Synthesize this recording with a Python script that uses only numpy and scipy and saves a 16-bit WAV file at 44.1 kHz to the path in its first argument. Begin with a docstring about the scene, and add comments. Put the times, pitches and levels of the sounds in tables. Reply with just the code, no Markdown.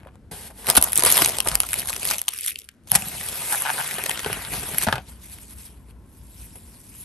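"""A quiet room, close to a cardboard box. A hand folds crisp tissue paper back over the edge, creases
snapping through, and smooths it flat. It then grips the shredded paper filler, scrapes it out against
the box and lifts it away, knocking the wall; the strips rustle on faintly over a low hum.
Paper is noise shaped by tiny buckling creases; the box answers with short, damped resonances.
All is heard through a close pair of microphone ports that ring in the high treble."""
import sys
import numpy as np
from scipy import signal
from scipy.fft import rfft, irfft, next_fast_len
from scipy.io import wavfile
from scipy.ndimage import uniform_filter1d

SR = 44100
rng = np.random.default_rng(int(sys.argv[2]) if len(sys.argv) > 2 else 0)


def inscribe(sig):
    """Save sig as 16-bit PCM at rate SR to the path in sys.argv[1].

    A 1-D sig is mono; a 2-D sig holds one channel per row.
    Samples are clipped to [-1, 1] before scaling.
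    """
    pcm = np.round(np.clip(np.atleast_2d(sig).T, -1, 1) * 32767)
    wavfile.write(sys.argv[1], SR, pcm.astype(np.int16))


N = 310464

# Levels in the tables are faders within a layer; each layer has its own trim.
# room tone rides: time_s, level_db
RUMBLE_RIDE = [(0, -50), (2.1, -48), (2.25, -60.5), (2.71, -62.5), (2.75, -55.5), (3.05, -45.5), (3.7, -62),
               (4.6, -42.5), (5.1, -49.5), (7.04, -50.5)]
HUM_RIDE = [(5.2, -49), (6.45, -44.5), (6.7, -62)]
# room tone colours: freq_hz, level_db
RUMBLE_EQ = [(20, -32), (35, -10.5), (55, 0), (85, -2), (130, -10), (230, -10.5), (400, -21.5), (900, -33),
             (3000, -62)]
AIR_EQ = [(100, -15.5), (450, -14.5), (680, -8), (1050, -6), (1350, 3), (3000, -8), (7000, -15),
          (16000, -37.5)]
DRONE_EQ = [(500, -22), (700, -13), (900, 9), (1100, 8.5), (1250, -20), (3000, -48.5)]
HUM_EQ = [(44, -30), (58, 9), (65, 3), (84, -57)]

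# hand strokes on the tissue: peak_s, rise_s, hold_s, fall_s, crinkle_db, flutter_offset_db
TISSUE_STROKES = [(0.01, 0.2, 0.014, 0.11, -65.5, 13.5), (0.08, 0.064, 0.0025, 0.018, -60, 13.5),
                  (0.143, 0.028, .005, 0.051, -59.5, 3.5), (0.686, 0.034, 0.008, 0.082, -20, -4.5),
                  (0.752, .003, .007, .005, -16, -9), (0.772, 0.012, 0.0073, 0.02, -14.5, -13.5),
                  (0.839, 0.11, 0.013, 0.26, -28, -5.5), (0.965, 0.019, 0.0059, 0.13, -22.5, -9.5),
                  (1.06, 0.023, 0.17, 0.16, -17, -12), (1.33, 0.026, 0.055, 0.17, -33, -7.5),
                  (1.468, 0.028, 0.082, 0.048, -27.5, -5), (1.61, 0.036, 0.32, 0.078, -36, -11),
                  (1.797, 0.17, 0.0027, 0.054, -25.5, -12.5), (1.885, .02, 0.018, .015, -25, -15.5),
                  (2.108, 0.25, 0.0026, 0.11, -23, -12), (2.31, 0.084, 0.076, .1, -36, -10),
                  (2.48, 0.17, 0.0095, 0.055, -26, -27), (2.59, 0.09, 0.0072, 0.12, -44.5, -16),
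                  (2.875, 0.0095, .04, .03, -41, -9), (2.955, 0.044, 0.0035, 0.029, -15.5, -15)]
# crisp grains and the flutter of the whole sheet: freq_hz, level_db
CRINKLE_EQ = [(300, -58), (1100, -17), (2000, -1.5), (3000, 1.5), (4200, -0.5), (7000, -3), (12400, -5),
              (13800, -21)]
FLUTTER_EQ = [(50, -17), (110, 2), (250, 1), (450, 2), (780, 5), (1100, 2.5), (1600, -1.5), (2400, -4),
              (4500, -23), (9000, -40.5)]
# soft pushes on the box: start_s, level_db, pitch_hz, sway_offset_db, sway_hz
BOX_PUSHES = [(0.061, -26, 565, -21, 65), (0.33, -32, 440, -0.5, 70.5), (0.777, -9, 272, -4.5, 69),
              (1.062, -12.5, 483, -18, 61.2), (1.221, -11, 312, -23, 60), (1.469, -15.5, 480, -9.5, 56.7),
              (1.515, -26.5, 149, 6, 48.5), (2.918, -14, 784, -11, 111), (2.968, -34, 450, 9, 72),
              (4.261, -11.5, 430, -13, 74), (4.3, -19, 430, -9, 108), (4.714, -24.5, 420, -16, 90),
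              (4.872, -9, 220, -5.5, 85.5), (4.931, -17.5, 128, -6, 66.4), (6.562, -39, 420, -3, 80)]
# the smooth sheet sliding: peak_s, rise_s, hold_s, fall_s, swish_db, drumming_offset_db
SLIDE_STROKES = [(0.313, 0.0016, 0.015, 0.045, -35.5, -3), (0.34, 0.015, 0.14, 0.028, -38.5, -9),
                 (0.505, .012, .005, 0.026, -45.5, 3.5), (0.59, 0.07, 0.059, .06, -41.5, -6.5)]
# bright and dull halves of a slide: freq_hz, level_db
SWISH_EQ = [(300, -30.5), (1200, -4), (1750, 0.5), (3000, 2.5), (5000, 0), (7000, -2.5), (9000, -1.5),
            (12400, -3.5), (13800, -20)]
DRUMMING_EQ = [(60, -12.5), (180, 4), (300, -6), (450, 5.5), (620, -1.5), (830, 4), (1200, -8),
               (1800, -6.5), (3000, -21.5), (8000, -46)]
# presses on the filled box: start_s, cavity_db, base_db
BOX_PRESSES = [(0.316, -24.5, -39), (2.92, -23, -26), (2.932, -40, -19.5), (2.954, -14, -16),
               (2.985, -30, -32), (3.024, -24.5, -31), (3.068, -25, -34), (3.135, -28, -50),
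               (3.203, -31, -44), (3.941, -27, -42), (4.266, -22, -40), (4.32, -24, -42), (4.576, -21, -42),
               (4.735, -23.5, -44), (4.872, -21, -30), (4.981, -26, -32), (6.558, -43, -54)]
# large tissue creases snapping through: start_s, treble_db, mid_offset_db
CREASE_SNAPS = [(0.669, -19.5, -3.5), (0.7005, 1, -11), (0.7114, -15.5, -9.5), (0.753, -10.5, -12.5),
                (0.7575, -14.5, -10), (0.7672, -1, -14.5), (0.7711, 5.5, -18.5), (0.7755, -3.5, -13),
                (0.779, -6.5, -8.5), (0.814, -11.5, -22), (0.8253, -5, -11), (0.8388, -6.5, -21.5),
                (0.8426, -3, -26.5), (0.9214, -16, -23), (0.9316, -12.5, -13.5), (0.9569, -8.5, -18.5),
                (0.9762, -4, -17), (0.9834, -15, -8), (0.9946, -10, -11), (0.9994, -14, -10),
                (1.0064, -17, -7.5), (1.0235, -16.5, -5.5), (1.0365, -10, -6.5), (1.0488, -8.5, -15),
                (1.0512, -5.5, -11.5), (1.0614, -8, -13), (1.0674, -13, -8), (1.073, -15.5, -6),
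                (1.1024, -9, -11), (1.116, -9.5, -13.5), (1.124, -2, -18.5), (1.1626, -10, -20.5),
                (1.1702, -5.5, -14.5), (1.1774, -5, -9.5), (1.2211, -6, -5), (1.2466, -4.5, -7),
                (1.2598, -7.5, -8), (1.2922, -13, -12.5), (1.3853, -14, -7), (1.4033, -7.5, -7.5),
                (1.4736, -15.5, -3), (1.486, -9, -10), (1.5155, -21, -4), (1.554, -4, -11.5),
                (1.6028, -7.5, -10), (1.618, -28, -12), (1.624, -28, -12), (1.6337, -22, -3),
                (1.6645, -26, -15.5), (1.667, -24.5, -14.5), (1.689, -19, -11.5), (1.7075, -24.5, -11.5),
                (1.732, -12, -9), (1.7405, -16, -9), (1.7905, -25, -18), (1.7963, -18.5, -10.5),
                (1.859, -25.5, -12.5), (1.8731, -20, -14), (1.8964, -19, -6), (1.902, -24.5, -5.5),
                (1.9232, -26, -16), (1.93, -26, -1), (1.937, -22.5, -9.5), (1.9615, -27, -4.5),
                (1.9643, -20.5, -5), (1.999, -25.5, -18), (2.031, -16.5, -13), (2.0463, -19, -15),
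                (2.0528, -14, -8.5), (2.0565, -21.5, -9), (2.0734, -18, -8.5), (2.0838, -22, -18),
                (2.0888, -19, -3.5), (2.102, -16.5, -10), (2.105, -16, -12), (2.1112, -14.5, -4.5),
                (2.1142, -16.5, -8), (2.1345, -16.5, -10), (2.1385, -20, -7.5), (2.144, -24, -4.5),
                (2.1829, -15, -14), (2.1924, -21, -12), (2.2163, -11, -18.5), (2.2823, -8, -10.5),
                (2.2884, -6.5, -17.5), (2.3387, -28.5, -10), (2.388, -21, -14.5), (2.4096, -18.5, -19),
                (2.434, -26, -9), (2.4475, -23, -19), (2.4625, -13.5, -13.5), (2.4748, -17, -19.5),
                (2.4824, -14, -16.5), (2.4904, -19, -10.5), (2.496, -23, -9.5), (2.507, -26, -13),
                (2.5585, -29, -18), (2.5888, -26, -8), (2.5985, -35, -10), (2.618, -44, 2.5),
                (2.6889, -34.5, 0.5), (2.917, -4, -12), (2.9526, -3.5, -11), (2.957, -5, -5)]
# treble of every snap, midrange of a tissue crease: freq_hz, level_db
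SNAP_TREBLE_EQ = [(500, -48), (4000, -24), (7000, -9), (9000, -9.5), (16000, -3.5)]
CREASE_MID_EQ = [(100, -12.5), (400, -6), (900, 1), (1800, -1.5), (2900, 1), (4200, -2.5), (6000, -1.5),
                 (9000, -11), (16000, -12)]
# knocks on the wall: start_s, level_db
WALL_KNOCKS = [(0.699, -12.5), (0.773, -3), (2.933, -22), (2.952, -12.5), (3.983, -13.5), (4.095, -16),
               (4.261, -10.5), (4.3, -14), (4.868, -8.5), (4.872, -6), (4.8856, -1), (4.926, 0),
               (4.956, -11), (4.981, -14.5)]
# contact noise of a knock: freq_hz, level_db
CONTACT_EQ = [(100, 11.5), (700, 1), (1800, -.5), (4000, 1.5), (8000, -6.5)]
# resonances of the cardboard wall: pitch_hz, width_hz, level_db
WALL_MODES = [(813, 270, 9), (1180, 89, 7), (1456, 340, 7.5), (1790, 120, 0.5), (2470, 82, -3),
              (3720, 500, -27.5)]
# the loose sheet slapping the box: start_s, level_db, pitch_hz
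SHEET_SLAPS = [(0.985, -26, 419), (1.022, -24.5, 720), (1.037, -20.5, 590), (1.065, -21, 1151),
               (1.168, -23.5, 945), (1.19, -21, 996), (1.218, -23, 1050), (1.385, -28.5, 720),
               (1.4597, -26.5, 1047), (1.472, -27, 700), (1.635, -30, 1100), (1.902, -33, 950)]
# domes popping in the taut sheet: start_s, level_db, pitch_hz
DOME_POPS = [(2.2825, -9, 3000), (2.447, -29.5, 2020), (2.517, -26, 2540), (2.558, -21, 2820),
             (2.5585, -25, 4380), (2.689, -41, 1740), (1.7405, -19.5, 2280), (1.829, -29.5, 1800),
             (1.9295, -20.5, 2450)]
# low-cut edge sweeping through the paper sound: time_s, cutoff_hz
SWEEP_CUTOFF = [(2.24, 10), (2.3, 1050), (2.42, 1520), (2.48, 1200), (2.6, 2200), (2.7, 1300), (2.8, 10.5)]
# fingertips dragging on the wall: time_s, level_db
FINGERTIP_RIDE = [(2.24, -110), (2.28, -61), (2.5, -59), (2.63, -62), (2.74, -110)]
# their dull colour: freq_hz, level_db
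FINGERTIP_EQ = [(60, -12.5), (120, -8.5), (300, -7.5), (500, 1), (570, -10), (660, -26.5), (1500, -58)]

# pushes and pulls on the filler: peak_s, rise_s, hold_s, fall_s, rustle_db, body_offset_db
FILLER_STROKES = [(2.99, 0.042, 0.43, 0.17, -32.5, -4.5), (3.46, 0.56, 0.39, 0.5, -28.5, -2.5),
                  (3.527, 0.092, 0.0045, 0.12, -22.5, -24), (4.08, 0.98, 0.28, 0.59, -36.5, 6),
                  (4.541, 0.094, 0.0035, 0.17, -29, 1.5), (4.67, 0.31, 0.12, 0.09, -31.5, -1),
                  (4.836, 0.056, 0.0027, 0.028, -19.5, -7), (4.87, 0.011, 0.054, 0.095, -45, 12),
                  (5.088, 0.044, 0.0081, 0.12, -42.5, -6.5), (5.24, 0.065, 0.016, 0.11, -41.5, -12),
                  (5.325, 0.08, 0.014, 0.094, -39, -7), (5.415, .07, 0.017, .08, -42.5, -12),
                  (5.495, .06, 0.028, .05, -42.5, -7), (5.59, 0.069, 0.02, 0.1, -41, -10.5),
                  (5.655, 0.07, .012, 0.065, -42, -13), (5.73, 0.087, 0.038, .17, -58.5, -2),
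                  (5.904, 0.069, 0.0044, 0.024, -54.5, 1), (6.13, 0.15, 0.14, .1, -56, -15.5),
                  (6.414, 0.2, .005, 0.23, -42, -13), (6.55, 0.13, 0.22, 0.34, -49.5, -11),
                  (6.556, .003, .004, 0.022, -42, -2), (7.02, 0.35, .02, .1, -41, -20)]
# single strips buckling: start_s, treble_db, mid_offset_db
STRIP_BUCKLES = [(3.0215, -18.5, -4.5), (3.0844, -19.5, -19), (3.2104, -26, 2.5), (3.2866, -15.5, -11.5),
                 (3.5248, -9.5, -27), (3.6202, -11.5, -19), (3.9104, -25.5, 2.5), (3.9405, -27, 1),
                 (3.953, -28, 2.5), (3.9844, -29, 4), (3.9895, -27, -7.5), (4.0378, -13.5, -12),
                 (4.0595, -14, -9), (4.0625, -16.5, -1), (4.0943, -17, 2), (4.1075, -27, 7),
                 (4.112, -23, 5), (4.1744, -32, 9.5), (4.1924, -26, 6), (4.201, -31, 7), (4.2455, -26.5, 6),
                 (4.3285, -23.5, 2), (4.421, -34.5, 5), (4.449, -34, 7), (4.5354, -21.5, -1.5),
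                 (4.6359, -30.5, 3.5), (4.7454, -22, -2), (4.783, -9, -10.5), (4.8145, -20.5, -3),
                 (4.83, -14.5, -9), (4.8344, -10.5, -14), (5.385, -37, -4), (6.95, -35, -13)]
# rustle, body of the bundle and midrange of one strip: freq_hz, level_db
RUSTLE_EQ = [(300, -37), (1200, -9), (2500, 1.5), (4200, 0), (7000, 0), (11000, -1), (12400, -1),
             (13800, -6)]
BUNDLE_EQ = [(50, -26.5), (110, 2.5), (220, -1), (400, -2), (580, -0.5), (850, 1), (1150, -2.5),
             (1600, -0.5), (2600, -0.5), (4500, -9), (9000, -19.5)]
STRIP_MID_EQ = [(100, -11), (400, -1), (1000, -2.5), (2600, 0), (4200, -6), (6000, -9.5), (9000, -14),
                (16000, -32)]
# strips dragged over cardboard: start_s, end_s, level_db, slip_rate_hz
STRIP_SCRAPES = [(3.519, 3.547, -25, 180), (3.652, 3.702, -23, 143), (3.781, 3.818, -27.5, 160)]
# colour of a slip: freq_hz, level_db
SLIP_EQ = [(300, -36), (850, 5), (1175, -1), (1450, 3.5), (1900, 4), (3000, 2), (7000, -10)]

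# colour of the reflections: freq_hz, level_db
REFLECTION_EQ = [(100, -2), (3000, -9), (12000, -26.5)]
# likeness of the two ports: freq_hz, coherence_ratio
PORT_COHERENCE = [(60, .95), (300, .93), (1200, .89), (2000, .66), (3200, .72), (5500, .62), (7200, .62),
                  (8500, .93), (10000, .97), (12000, .95)]
# ring of the ports: freq_hz, gain_db
PORT_EQ = [(20, -2.5), (7000, 0), (8300, 5.5), (9700, 9.5), (11050, 16), (11700, 9), (12400, 0),
           (13100, -3), (14200, -50.5), (15500, -16.5)]
# stereo balance: freq_hz, left_minus_right_db
PORT_BALANCE = [(60, .9), (300, 1.2), (800, 2.5), (1500, 1.2), (2800, 5), (4500, 2.8), (7000, 2), (8500, 0),
                (16000, 0)]
# stereo phase: freq_hz, left_lead_rad
PORT_PHASE = [(20, 0), (800, .2), (1800, 0), (2900, 1.1), (4300, .4), (6600, .3), (7500, 1), (8800, -.3),
              (10200, -3.1), (11800, -6.1), (12600, -6.9), (13200, -8.8), (16000, -11)]


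def amp(db):
    """Decibels to gain."""
    return 10 ** (np.asarray(db) / 20)


def unit(x):
    """Scale to rms 1."""
    return x / np.sqrt(np.mean(x ** 2) + 1e-20)


def along(points, hz):
    """Read a (freq_hz, value) curve on a log frequency axis."""
    freqs, values = np.transpose(points)
    return np.interp(np.log(hz + 1), np.log(freqs + 1), values)


def ride(points):
    """A fader move through (time_s, value) points, one value per sample."""
    return np.interp(np.arange(N) / SR, *np.transpose(points))


def filtered(x, response):
    """Pass x through a complex frequency response."""
    size = x.shape[-1]
    padded = next_fast_len(size + 4096)
    return irfft(rfft(x, padded) * response(np.fft.rfftfreq(padded, 1 / SR)), padded)[..., :size]


def add(track, start_s, sound):
    """Mix a sound into a track."""
    part = track[..., max(round(start_s * SR), 0):][..., :sound.shape[-1]]
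    part += sound[..., :part.shape[-1]]


def burst(envelope, eq):
    """Stereo noise under an envelope, coloured at constant power, partly alike at the two ports."""
    eq_rms = np.sqrt(np.mean(amp(along(eq, np.linspace(0, SR / 2, 4096))) ** 2))

    def colour(hz):
        width = np.arccos(np.clip(along(PORT_COHERENCE, hz), 0, 1)) / 2
        return amp(along(eq, hz)) / eq_rms * np.array([np.cos(width), np.sin(width)])

    mid, side = filtered(envelope * rng.standard_normal((2, len(envelope))), colour)
    return np.array([mid + side, mid - side])


def noise_hit(envelope, eq):
    """A burst with exactly the energy of its envelope."""
    return unit(burst(envelope, eq)) * np.sqrt(np.mean(envelope ** 2))


def pop(spike_s, tail_db, tail_s):
    """Envelope of one buckle or tap: a sharp spike, then a brief shiver."""
    t = np.arange(SR // 25) / SR
    spike = t / spike_s * np.exp(1 - t / spike_s)
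    shiver = amp(tail_db) * np.exp(-t / tail_s) * (1 - np.exp(-t / spike_s))
    return np.hypot(spike, shiver)


def crackle(rate_hz, spread_db, grain, rub_share):
    """Envelope of tiny grains of random size over smooth rubbing; its mean power stays near 1."""
    chance, size = rng.random(N), np.minimum(rng.exponential(size=N), 3)
    hits = (chance < rate_hz / SR) * amp(spread_db * size) ** 2
    power = np.abs(signal.fftconvolve(hits, grain ** 2)[:N])
    local_power = np.abs(uniform_filter1d(power, SR // 22)) + 1e-9
    return np.sqrt(rub_share + (1 - rub_share) * power / local_power)


def strokes(rows, range_db=20):
    """Crisp and low dB rides of hand moves that swell by range_db over rise_s, hold and fall away."""
    t, crisp, low = np.arange(N) / SR, np.zeros(N), np.zeros(N)
    for peak_s, rise_s, hold_s, fall_s, db, low_offset_db in rows:
        away = np.maximum(peak_s - t, 0) / rise_s + np.maximum(t - peak_s - hold_s, 0) / fall_s
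        power = amp(db - range_db * np.minimum(away, 10)) ** 2
        crisp += power
        low += power * amp(low_offset_db) ** 2
    return 10 * np.log10(crisp), 10 * np.log10(low)


def damped(rows, ring_cycles, rise_cycles):
    """One quickly dying sine for each (start_s, level_db, pitch_hz) row."""
    out, t = np.zeros(N), np.arange(SR // 6) / SR
    for start_s, db, hz in rows:
        cycles = hz * t
        envelope = np.exp(-cycles / ring_cycles) * (1 - np.exp(-cycles / rise_cycles))
        add(out, start_s, amp(db) * np.sin(2 * np.pi * cycles) * envelope)
    return out


def room_tone(air_db=-69.5, air_lift_db=1.5):
    """Low rumble and thin air; late on, a wavering hum and a faint drone fade in and the air lifts."""
    fade_in = ride([(4.7, 0), (5.1, 1)])
    hum = fade_in * amp(ride(HUM_RIDE)) * unit(burst(np.ones(N), HUM_EQ))
    drone = burst(amp(-68) * fade_in, DRONE_EQ)
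    rumble = burst(amp(ride(RUMBLE_RIDE) + 3.5), RUMBLE_EQ)
    air = burst(amp(air_db + air_lift_db * fade_in), AIR_EQ)
    return rumble + hum + drone + air


def tissue():
    """The thin sheet crinkles in sharp grains, denser the faster it moves; they shake its surface."""
    level_db, flutter_db = strokes(TISSUE_STROKES)
    tick = pop(spike_s=.0003, tail_db=-15, tail_s=.003)
    grains = crackle(rate_hz=550 * amp(.6 * (level_db + 30)), spread_db=3.6, grain=tick, rub_share=.3)
    crinkle = burst(grains * amp(level_db - 7), CRINKLE_EQ)
    flutter = burst(grains * amp(flutter_db - .5), FLUTTER_EQ)
    creases = CREASE_SNAPS + lesser_creases(level_db)
    cracks = snaps(creases, spike_s=.00038, mid_eq=CREASE_MID_EQ, ring_hz=3700)
    return crinkle + flutter + amp(-1.5) * cracks


def flexing(paper, wander_db=2.4):
    """As the paper bends its resonances wander, so every moment has a colour of its own."""
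    spectra = signal.stft(paper, nperseg=256)[2]
    wander = rng.standard_normal(spectra.shape[1:])
    for _ in range(2):  # smooth across frequency, then time
        wander = uniform_filter1d(uniform_filter1d(wander, size=4, axis=0), size=7, axis=1)
    gain = unit(amp(wander_db * unit(wander)))
    return signal.istft(spectra * gain, nperseg=256)[1][:, :N]


def thumps():
    """Hand and paper push on a wall and rock the box, which the quilt under it damps at once."""
    walls = [(s, db, hz) for s, db, hz, _, _ in BOX_PUSHES]
    sways = [(s, db + offset_db, sway_hz) for s, db, _, offset_db, sway_hz in BOX_PUSHES]
    return amp(-1) * damped(walls + sways, ring_cycles=1.63, rise_cycles=.51)


def slides():
    """Fingers draw the uncreased sheet along: a soft, even swish over its dull drumming."""
    swish_db, drumming_db = strokes(SLIDE_STROKES)
    return burst(amp(swish_db - 7), SWISH_EQ) + burst(amp(drumming_db - 1.5), DRUMMING_EQ)


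def booms(cavity_hz=180, base_hz=790, detune_share=.057):
    """The air in the pressed box booms and its base rings, both detuned by where the press lands."""
    shifts = 1 + detune_share * rng.uniform(-.91, 1, (len(BOX_PRESSES), 2))
    cavity = [(s, db, cavity_hz * shift) for (s, db, _), shift in zip(BOX_PRESSES, shifts[:, 0])]
    base = [(s, db, base_hz * shift) for (s, _, db), shift in zip(BOX_PRESSES, shifts[:, 1])]
    boom = damped(cavity, ring_cycles=1.15, rise_cycles=.5)
    return boom + damped(base, ring_cycles=5.5, rise_cycles=1)


def snaps(rows, spike_s, mid_eq, ring_hz, ring_db=4):
    """Creases creak for an instant and flip over, each ringing broadly at its own pitch near ring_hz."""
    out, lead_in = np.zeros((2, N)), SR // 250
    creak = np.exp(np.arange(-lead_in, 0) / SR / .0006)
    treble_shape = np.concatenate([amp(-13) * creak, pop(spike_s, tail_db=-8, tail_s=.0013)])
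    mid_shape = np.concatenate([amp(-18) * creak, pop(spike_s, tail_db=-11, tail_s=.003)])
    hz = np.geomspace(100, 16000, 48)
    for (start_s, db, mid_offset_db), octaves in zip(rows, rng.uniform(-.6, .6, len(rows))):
        bell = np.exp(-((np.log2(hz / ring_hz) - octaves) / .8) ** 2)
        ringing_eq = np.column_stack([hz, along(mid_eq, hz) + ring_db * bell])
        treble = noise_hit(treble_shape, SNAP_TREBLE_EQ)
        mid = amp(mid_offset_db + 6) * noise_hit(mid_shape, ringing_eq)
        add(out, start_s - lead_in / SR, amp(db) * (treble + mid))
    return out


def lesser_creases(crinkle_db, start_s=.67, end_s=1.85, rate_hz=11, scatter_db=2):
    """Cues for small creases that give way at random in the fold, louder as the sheet is worked."""
    draws = rng.random((200, 3))
    times = start_s + (np.arange(len(draws)) + draws[:, 0]) / rate_hz
    scatters = scatter_db * (2 * draws[:, 1:] - 1)
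    return [(s, min(crinkle_db[int(s * SR)] + 2, -22) + size_db, -7.5 + tone_db)
            for s, (size_db, tone_db) in zip(times, scatters) if s < end_s]


def cardboard(hz):
    """Response of the box wall: broad resonances of alternating polarity."""
    return sum((-1) ** k * amp(db) * 1j * hz * width / (pitch ** 2 - hz ** 2 + 1j * hz * width)
               for k, (pitch, width, db) in enumerate(WALL_MODES))


def knocks():
    """Short contacts ring the cardboard wall."""
    out = np.zeros((2, N))
    for start_s, db in WALL_KNOCKS:
        contact = burst(pop(spike_s=.00049, tail_db=-9, tail_s=.0096), CONTACT_EQ)
        knock = filtered(contact, cardboard)
        add(out, start_s, amp(db - 3.5) * knock / np.abs(knock).max())
    return out


def slaps():
    """The loose sheet slaps the box; the wider the patch that lands, the lower its hollow knock."""
    out = np.zeros((2, N))
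    envelope = pop(spike_s=.0025, tail_db=-10.5, tail_s=.0068)
    for start_s, db, hz in SHEET_SLAPS:
        eq = [(hz / 4, -24), (hz * .7, -3), (hz, 2), (hz * 1.45, -2), (hz * 2.2, -18), (hz * 6, -42)]
        add(out, start_s, amp(db) * noise_hit(envelope, eq))
    return out


def hollow_pops():
    """Small domes in the stretched tissue flip and ring for a few cycles."""
    return amp(7.5) * damped(DOME_POPS, ring_cycles=2.1, rise_cycles=.6)


def sweep_low_cut(paper):
    """For a while the paper sounds only as a high swish: everything below a moving edge drops away."""
    hz, t, spectra = signal.stft(paper, SR, nperseg=256)
    cutoff_hz = np.interp(t, *np.transpose(SWEEP_CUTOFF))
    low_cut = 1 / np.sqrt(1 + (cutoff_hz / (hz[:, None] + 40)) ** 18)
    return signal.istft(spectra * low_cut, nperseg=256)[1][:, :N]


def fingertips():
    """Fingertips drag dully over the wall behind the flattened sheet."""
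    grain = pop(spike_s=.004, tail_db=-10, tail_s=.01)
    drag = crackle(rate_hz=45, spread_db=3, grain=grain, rub_share=.3)
    return burst(drag * amp(ride(FINGERTIP_RIDE) - 1), FINGERTIP_EQ)


def filler(hand_lands_s=2.96):
    """Once the hand lands, stiff strips rub, tick and buckle, and the whole bundle crunches."""
    level_db, body_db = strokes(FILLER_STROKES)
    touched = np.arange(N) / SR > hand_lands_s
    fine_grain = pop(spike_s=.0002, tail_db=-12, tail_s=.002)
    coarse_grain = pop(spike_s=.0006, tail_db=-2, tail_s=.003)
    rubbing = crackle(rate_hz=1100, spread_db=3, grain=fine_grain, rub_share=.6)
    ticks = crackle(rate_hz=300, spread_db=4, grain=coarse_grain, rub_share=.74)
    rustle = burst(touched * rubbing * np.sqrt(ticks) * amp(level_db - 7), RUSTLE_EQ)
    crunch = burst(touched * ticks * amp(body_db - 5), BUNDLE_EQ)
    buckles = snaps(STRIP_BUCKLES, spike_s=.00098, mid_eq=STRIP_MID_EQ, ring_hz=1890)
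    return rustle + crunch + amp(-7.5) * buckles


def scrapes(crescendo_db=3):
    """Gripped strips stick and slip on the cardboard, the uneven slips building through each scrape."""
    out, size = np.zeros((2, N)), SR // 10
    grit_shape = amp(-16) * np.exp(-np.arange(SR // 250) / SR / .0015)
    for start_s, end_s, db, rate_hz in STRIP_SCRAPES:
        slips, length_s = np.zeros((2, size)), end_s - start_s
        for due_s in np.arange(0, length_s, 1 / rate_hz):
            slip = grit_shape * rng.standard_normal((2, len(grit_shape)))
            slip[:, 0] += 1  # a click leads the grit
            slip_s = due_s + rng.normal(0, .0007)
            slip_db = crescendo_db * due_s / length_s + rng.normal(0, 1.8)
            add(slips, slip_s, amp(slip_db) * slip)
        ring = filtered(slips, lambda hz: cardboard(hz) * amp(along(SLIP_EQ, hz)))
        add(out, start_s, amp(db) * np.sqrt(length_s * SR / size) * unit(ring))
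    return out


def reflections(x, t60_s, wet_db):
    """Short answer of the box and the furnished room."""
    t = np.arange(SR // 4) / SR
    tail = burst(amp(-60 * t / t60_s) * (t > .002), REFLECTION_EQ)
    return amp(wet_db) * signal.fftconvolve(x, tail / np.linalg.norm(tail[0]), axes=1)[:, :N]


def scene():
    """Paper and box up close, over a bed of room tone."""
    paper = flexing(filler() + tissue()) + slides() + hollow_pops()
    near = sweep_low_cut(paper) + slaps() + fingertips() + scrapes() + knocks() + thumps() + booms()
    return near + reflections(near, t60_s=.14, wet_db=-19) + room_tone()


def record(dry):
    """The ports ring near 11 kHz and differ in level and phase; the sharpest peaks saturate."""
    side = np.array([[.5], [-.5]])  # left, right

    def ports(hz):
        gain = amp(along(PORT_EQ, hz) + side * along(PORT_BALANCE, hz))
        return gain * np.exp(1j * side * along(PORT_PHASE, hz))

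    coloured = filtered(dry, ports)
    saturated = coloured / (1 + np.abs(coloured) ** 6) ** (1 / 6)
    return filtered(saturated, lambda hz: 1 / (1 + (hz / 15800) ** 80))  # steep high cut


dry = scene()
out = record(dry)
inscribe(out)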